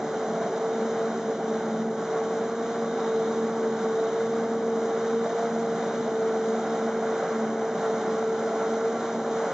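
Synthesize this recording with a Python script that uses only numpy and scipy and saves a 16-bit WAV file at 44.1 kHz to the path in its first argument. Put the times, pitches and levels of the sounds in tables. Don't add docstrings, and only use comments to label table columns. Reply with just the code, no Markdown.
import sys
import numpy as np
from scipy import signal
from scipy.fft import rfft, irfft, next_fast_len
from scipy.io import wavfile

SR = 44100
rng = np.random.default_rng(int(sys.argv[2]) if len(sys.argv) > 2 else 0)


def wav_out(sig):
    wavfile.write(sys.argv[1], SR, np.round(np.clip(np.atleast_2d(sig).T, -1, 1) * 32767).astype(np.int16))


N = 420273
TIME = np.arange(N) / SR
HUM_HZ = 60.4


def gain_of(db):
    return 10 ** (np.asarray(db) / 20)


def unit_rms(x):
    return x / np.sqrt(np.mean(abs(x) ** 2) + 1e-20)


def curve_at(points, hz):
    f, value = np.transpose(points)
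    return np.interp(np.log(hz + 1), np.log(f + 1), value)


def follow(rows):
    return np.interp(TIME, *np.transpose(rows))


def flutter(width_hz):
    size = 8192
    hz = np.fft.fftfreq(size, TIME[-1] / size)
    white = rng.standard_normal(size) + 1j * rng.standard_normal(size)
    slow = np.fft.ifft(white / (1 + (2 * hz / width_hz) ** 2))
    return unit_rms(np.interp(TIME, np.linspace(0, TIME[-1], size), slow))


def flicker(depth, width_hz):
    return unit_rms(gain_of(depth * flutter(width_hz).real))


def tone(cycles, rough, width_hz):
    body = np.sqrt(1 - rough) + np.sqrt(rough) * flutter(width_hz)
    return np.sqrt(2) * (body * np.exp(2j * np.pi * (cycles + rng.random()))).real


def noise(spectrum):
    # f/Hz, side against mid/dB
    width = [(40, -18), (100, -26), (150, -39), (215, -45.5), (300, -33.5), (450, -34.5), (560, -38),
             (750, -29.5), (900, -20.5), (1050, -25), (1300, -20.5), (1750, -14.5), (2150, -15),
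             (2650, -13), (2850, -7.5), (3250, -4), (3500, -7), (3700, -10.5), (3900, -7), (4120, -0.5),
             (4400, -6), (4600, -5), (5000, -10), (5400, -8.5), (6200, -14), (7000, -11.5), (7550, -7.5),
             (7850, -2.5)]
    size = next_fast_len(N)
    hz = np.fft.rfftfreq(size, 1 / SR)
    mid, side = rfft(rng.standard_normal((2, size)))
    side = side * gain_of(curve_at(width, hz))
    colour = gain_of(curve_at(spectrum, hz)) * (hz < spectrum[-1][0])
    pair = irfft(np.array([mid + side, mid - side]) * colour, size)[:, :N]
    return pair / np.std(pair.mean(0))


def machinery_bed():
    # f/Hz, density/dB
    rumble_colour = [(20, -66.5), (44, -63.5), (52, -46.5), (70, -43.5), (100, -28), (140, -18), (175, -7),
                     (230, -0.5), (265, -5), (320, -9.5), (390, 0), (445, -1.5), (485, -13.5), (700, -43.5)]
    throb_colour = [(90, -28.5), (135, -9), (160, 0), (180, 3), (205, -2.5), (250, -24.5)]
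    # t/s, level/dB
    throb_level = [(0, -46), (0.45, -46), (0.75, -53), (1.1, -50.5), (2.05, -46.5), (2.45, -62),
                   (2.95, -51), (4.1, -57), (4.3, -46), (4.8, -55), (5.1, -51), (5.95, -48), (6.15, -56.5),
                   (7.85, -54), (8.2, -49), (8.45, -57), (9.3, -54), (9.53, -43)]
    metal_level = [(0, -57), (5.2, -56), (6.5, -52), (6.85, -49), (7.25, -49), (7.6, -54), (7.88, -46.5),
                   (8.08, -49), (8.35, -48), (8.8, -46.5), (9.53, -51)]
    hum = gain_of(-74.5) * tone(HUM_HZ * TIME, rough=0.02, width_hz=3)
    upper_hum = gain_of(-55) * tone(176.2 * TIME, rough=0.64, width_hz=8)
    throb = gain_of(follow(throb_level)) * noise(throb_colour)
    metal = gain_of(follow(metal_level)) * tone(1359 * TIME, rough=0.85, width_hz=42)
    rumble = gain_of(-36) * noise(rumble_colour)
    return hum + upper_hum + throb + metal + rumble


def tractor_diesel():
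    # multiple of the cycle rate, level/dB
    partials = [(5, -84), (6, -79.5), (7, -64), (8, -57), (9, -61), (18, -56.5)]
    cycle_hz = 16.73
    cycles = np.cumsum(cycle_hz * (1 + 0.005 * flutter(width_hz=0.92).real)) / SR
    return sum(gain_of(db) * tone(k * cycles, rough=0.22, width_hz=5.1) for k, db in partials)


def chaff_spout(flow_db):
    # f/Hz, density/dB
    chaff_colour = [(1800, -30), (2800, -7.5), (3050, 0), (3350, -3), (3750, 1), (4300, 0), (5000, 1),
                    (5800, 0.5), (6200, 3), (6650, -0.5), (7000, 0.5), (7500, -8), (7750, -16.5),
                    (8000, -39.5)]
    # t/s, level/dB
    hiss_level = [(0, -49.5), (1.0, -50), (2.6, -49.5), (3.8, -49), (4.9, -49), (5.4, -48.5), (5.8, -49),
                  (6.6, -48.5), (7.1, -50), (7.8, -49), (8.6, -48.4), (9.53, -47.5)]
    ring_level = [(0, -59.5), (1.9, -59), (2.7, -58), (2.95, -54), (3.12, -53), (3.28, -54), (3.45, -62),
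                  (4.08, -54), (4.45, -59.5), (4.85, -59.5), (5.2, -54), (5.55, -61), (5.98, -55),
                  (6.15, -57.5), (6.5, -58.5), (7.45, -63), (8.2, -60), (8.7, -63), (9.15, -55.5),
                  (9.53, -60)]
    ring_hz, ring_width_hz = 3740, 290
    hiss = gain_of(follow(hiss_level) + 1.1 * flow_db) * noise(chaff_colour)
    resonance = signal.iirpeak(ring_hz, ring_hz / ring_width_hz, fs=SR)
    steel = unit_rms(signal.lfilter(*resonance, noise(chaff_colour)))
    ring = gain_of(follow(ring_level) + 1.4 * flow_db) * steel
    pulse = 1 + 0.05 * np.cos(2 * np.pi * HUM_HZ * TIME)
    spray = flicker(depth=0.77, width_hz=61)
    return (hiss + ring) * pulse * spray


def housing_knocks():
    # t/s, envelope peak/dB, f/Hz, attack/s
    hits = [(1.295, -23.5, 565.2, .0015), (1.607, -22.5, 740, .0012), (5.261, -18, 640.1, 0.0011),
            (5.561, -21, 686, 0.0015), (6.005, -24.5, 242, 0.006), (6.08, -25.5, 675.3, 0.0014),
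            (6.537, -25, 577, 0.0014)]
    out = np.zeros(N)
    for start, db, hz, attack_s in hits:
        t = np.maximum(TIME - start, 0)
        envelope = (t / attack_s) * np.exp(1 - t / attack_s)
        out += gain_of(db) * envelope * np.sin(2 * np.pi * hz * t)
    return out


def chopped_stalks(strikes, flow_db):
    # f/Hz, density/dB
    roar_colour = [(300, -43.5), (470, -8.5), (520, 0.5), (620, 0.5), (760, 0.5), (840, -3.5), (940, -11.5),
                   (1200, -21), (2000, -51.5)]
    crunch_colour = [(600, -30.5), (980, 1), (1250, 0), (1480, 1.5), (1800, -7), (2050, -6.5), (2400, -16),
                     (2800, -21), (4000, -45.5)]
    # t/s, level/dB
    roar_level = [(0.0, -34), (0.36, -33), (0.87, -33.5), (1.74, -33.5), (2.3, -34), (3.3, -34.5),
                  (4.2, -34), (4.6, -33), (5.58, -34.5), (5.85, -34), (9.53, -31.5)]
    cuts = unit_rms(1 + 0.091 * np.cos(2 * np.pi * strikes))
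    lumps = flicker(depth=0.8, width_hz=52)
    surges = flicker(depth=0.79, width_hz=10)
    roar = gain_of(follow(roar_level) + flow_db - 1.55) * surges * noise(roar_colour)
    bites = flicker(depth=0.55, width_hz=26)
    approach_db = 0.23 * TIME
    crunch = gain_of(-42 + approach_db + 1.2 * flow_db) * bites * noise(crunch_colour)
    return (roar + crunch) * cuts * lumps


def knife_drum(strikes, flow_db):
    # t/s, level/dB
    drone_level = [(0, -49), (0.14, -35), (0.2, -51), (0.32, -30), (0.5, -54), (0.74, -51), (0.8, -33.5),
                   (1.04, -43), (1.08, -34.5), (1.26, -37), (1.6, -36.5), (1.88, -31.5), (1.95, -49),
                   (2.0, -39.5), (2.16, -51), (2.22, -38), (2.72, -39), (2.84, -32), (2.98, -45),
                   (3.04, -35), (3.1, -42), (3.34, -34.5), (3.92, -35), (3.98, -53), (4.22, -48.8),
                   (4.26, -38.5), (4.6, -32), (5.02, -41.5), (5.22, -36), (5.38, -45), (5.52, -33.5),
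                   (5.76, -35), (5.95, -43), (6.0, -37), (6.22, -42), (6.28, -31.5), (6.4, -45),
                   (6.48, -35), (7.02, -35.5), (7.14, -43), (7.3, -52), (7.36, -33.5), (7.5, -30),
                   (7.62, -41), (8.54, -37), (8.6, -48), (8.72, -36), (8.86, -48), (8.9, -35.5),
                   (9.22, -34.5), (9.28, -42), (9.53, -38.5)]
    howl_level = [(0.0, -36), (0.12, -33), (0.48, -33), (0.56, -30.5), (0.74, -29.5), (0.86, -31.5),
                  (0.94, -30), (1.06, -31.5), (1.12, -40), (1.18, -30.5), (1.24, -35.2), (1.3, -27.5),
                  (1.36, -37), (1.46, -27), (1.6, -35.5), (1.9, -34), (2.06, -32.5), (2.12, -28.5),
                  (2.32, -29.5), (2.68, -33), (3.04, -30.5), (3.08, -27), (3.46, -28.5), (3.5, -31),
                  (3.68, -28), (3.8, -34.5), (3.86, -26.5), (4.42, -30), (5.24, -27.5), (5.3, -35.5),
                  (5.36, -28), (5.54, -33), (5.58, -29.5), (5.9, -33.5), (6.0, -30.5), (6.08, -33),
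                  (6.2, -27), (6.33, -29), (6.53, -29.5), (6.58, -33.5), (6.8, -31), (7.24, -30),
                  (7.5, -35.5), (7.6, -30), (7.68, -31.5), (7.86, -27.5), (8.0, -30.5), (8.32, -28.5),
                  (8.4, -36.5), (8.46, -27), (8.5, -35.1), (8.58, -28.5), (8.8, -31), (8.86, -25),
                  (8.96, -35), (9.14, -33.5), (9.23, -36.5), (9.29, -30.5), (9.44, -30.0), (9.52, -37.5)]
    blare_level = [(0, -54), (0.3, -45), (0.42, -38), (0.58, -44.5), (2.35, -45), (2.6, -42), (2.95, -48),
                   (3.85, -49), (4.04, -37.5), (4.25, -43.5), (5.2, -45), (5.4, -33), (5.55, -35.5),
                   (5.72, -44.5), (6.9, -44.5), (8.3, -47), (8.5, -38), (8.75, -40.5), (8.98, -47),
                   (9.15, -36), (9.53, -46)]
    rasp_level = [(0, -54.5), (2.4, -53), (3.4, -47), (4.1, -47.5), (4.8, -53), (9.53, -53)]
    whine_level = [(0, -57), (1.1, -52.5), (1.85, -54.5), (2.15, -48), (4.0, -47), (4.4, -52.5),
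                   (5.35, -48), (5.7, -59), (6.85, -56), (7.17, -48.5), (7.55, -55), (8.05, -48),
                   (8.65, -50), (9.05, -48.5), (9.53, -53)]
    drone = gain_of(follow(drone_level) + 0.2) * tone(strikes, rough=0.12, width_hz=24)
    howl = gain_of(follow(howl_level) + 0.47) * tone(2 * strikes, rough=0.033, width_hz=19)
    blare = gain_of(follow(blare_level) + 0.3) * tone(3 * strikes, rough=0.3, width_hz=20)
    rasp = gain_of(follow(rasp_level) + flow_db) * tone(4 * strikes, rough=0.7, width_hz=66)
    whine = gain_of(follow(whine_level)) * tone(5 * strikes, rough=0.6, width_hz=33)
    ratio_turns = 1.3418 * strikes
    ratio_tone = gain_of(-49.5) * tone(ratio_turns, rough=0.092, width_hz=2.9)
    return drone + howl + blare + rasp + whine + ratio_tone


def scene():
    # t/s, f/Hz
    knife_rate = [(0.0, 225), (0.12, 222), (0.3, 222.5), (0.52, 224.5), (1.1, 226.1), (1.66, 222.9),
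                  (2.3, 224.6), (2.4, 227.2), (2.74, 230), (3.12, 224.7), (3.56, 226.4), (3.72, 224.5),
                  (3.82, 226.2), (3.88, 222.9), (4.08, 224.6), (4.16, 226.5), (4.74, 227.7), (4.9, 226),
                  (5.36, 230.2), (5.7, 228.4), (5.82, 228.1), (6.1, 224), (6.32, 223.7), (6.72, 226.1),
                  (6.8, 224.6), (6.98, 226.1), (7.08, 222.7), (7.24, 226.5), (7.32, 223.4), (7.68, 224.6),
                  (8.12, 222.2), (8.46, 225.1), (8.54, 223.7), (8.9, 226.7), (8.98, 228.3), (9.36, 225.6),
                  (9.42, 228), (9.52, 225.6)]
    # t/s, level/dB
    crop_flow = [(0.0, 0.3), (1.06, 1.3), (1.4, -0.9), (1.58, 0.6), (1.66, -0.5), (1.82, -0.7), (1.9, -3),
                 (2.04, 1), (2.6, -0.5), (2.68, 1.1), (2.88, -1), (2.98, 0.9), (3.28, 0.2), (3.5, -0.1),
                 (3.72, -0.6), (3.82, 1), (3.9, -0.8), (4.2, 0.5), (4.64, -2), (5.06, 1.1), (5.16, -1),
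                 (5.42, 1.5), (5.64, -0.6), (5.84, 1), (6.18, -0.6), (6.84, 1), (6.92, -0.1), (7.22, 1.5),
                 (7.6, -1.5), (7.86, 1.5), (8.24, -0.0), (8.76, 0.6), (8.92, -1.1), (9.02, 1.3),
                 (9.22, -1.3), (9.52, 1.6)]
    tug_hz = 0.548 * flutter(width_hz=15.9).real
    strikes = np.cumsum(follow(knife_rate) + tug_hz) / SR
    flow_db = follow(crop_flow) + 0.31 * flutter(width_hz=14).real
    cutting = knife_drum(strikes, flow_db) + chopped_stalks(strikes, flow_db) + housing_knocks()
    return cutting + chaff_spout(flow_db) + tractor_diesel() + machinery_bed()


def record(dry):
    # f/Hz, left minus right/dB
    balance = [(300, 0), (1200, -0.5), (1750, -2), (2350, -1), (2700, 1), (2850, .2), (3080, 8),
               (3550, 1.5), (3830, 4.2), (4100, 1.2), (4570, 0.5), (4740, 3.1), (5000, 3.5), (5400, 1),
               (5650, 2.4), (6000, 1.5), (6600, 1.7), (7500, -1.1)]
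    # f/Hz, lead of the left/rad
    phase_lead = [(250, 0), (450, -0.062), (560, -.02), (680, -.085), (1000, -0.098), (1600, -0.17),
                  (2450, .27), (2750, .24), (2970, .76), (3280, -.86), (3650, -.58), (3850, -.9),
                  (4010, -1.3), (4150, -.28), (4350, .05), (5000, -0.42), (5900, -1.01), (7700, -1.42)]
    # f/Hz, width/Hz
    notches = [(2600, 214), (4600, 790), (5430, 320)]
    low_cut_hz, high_cut_hz = 48, 8000
    size = next_fast_len(N + 2048)
    hz = np.fft.rfftfreq(size, 1 / SR)
    lean = gain_of(curve_at(balance, hz) / 2) * np.exp(0.5j * curve_at(phase_lead, hz))
    pair = irfft(rfft(dry, size) * np.array([lean, 1 / lean]), size)[:, :N]
    pair = signal.sosfilt(signal.butter(4, low_cut_hz, "highpass", fs=SR, output="sos"), pair)
    for notch_hz, width_hz in notches:
        pair = signal.lfilter(*signal.iirnotch(notch_hz, notch_hz / width_hz, fs=SR), pair)
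    high_cut = signal.firwin(511, high_cut_hz, window=("kaiser", 9), fs=SR)
    return signal.oaconvolve(pair, high_cut[None], "same")


dry = scene()
out = record(dry)
wav_out(out)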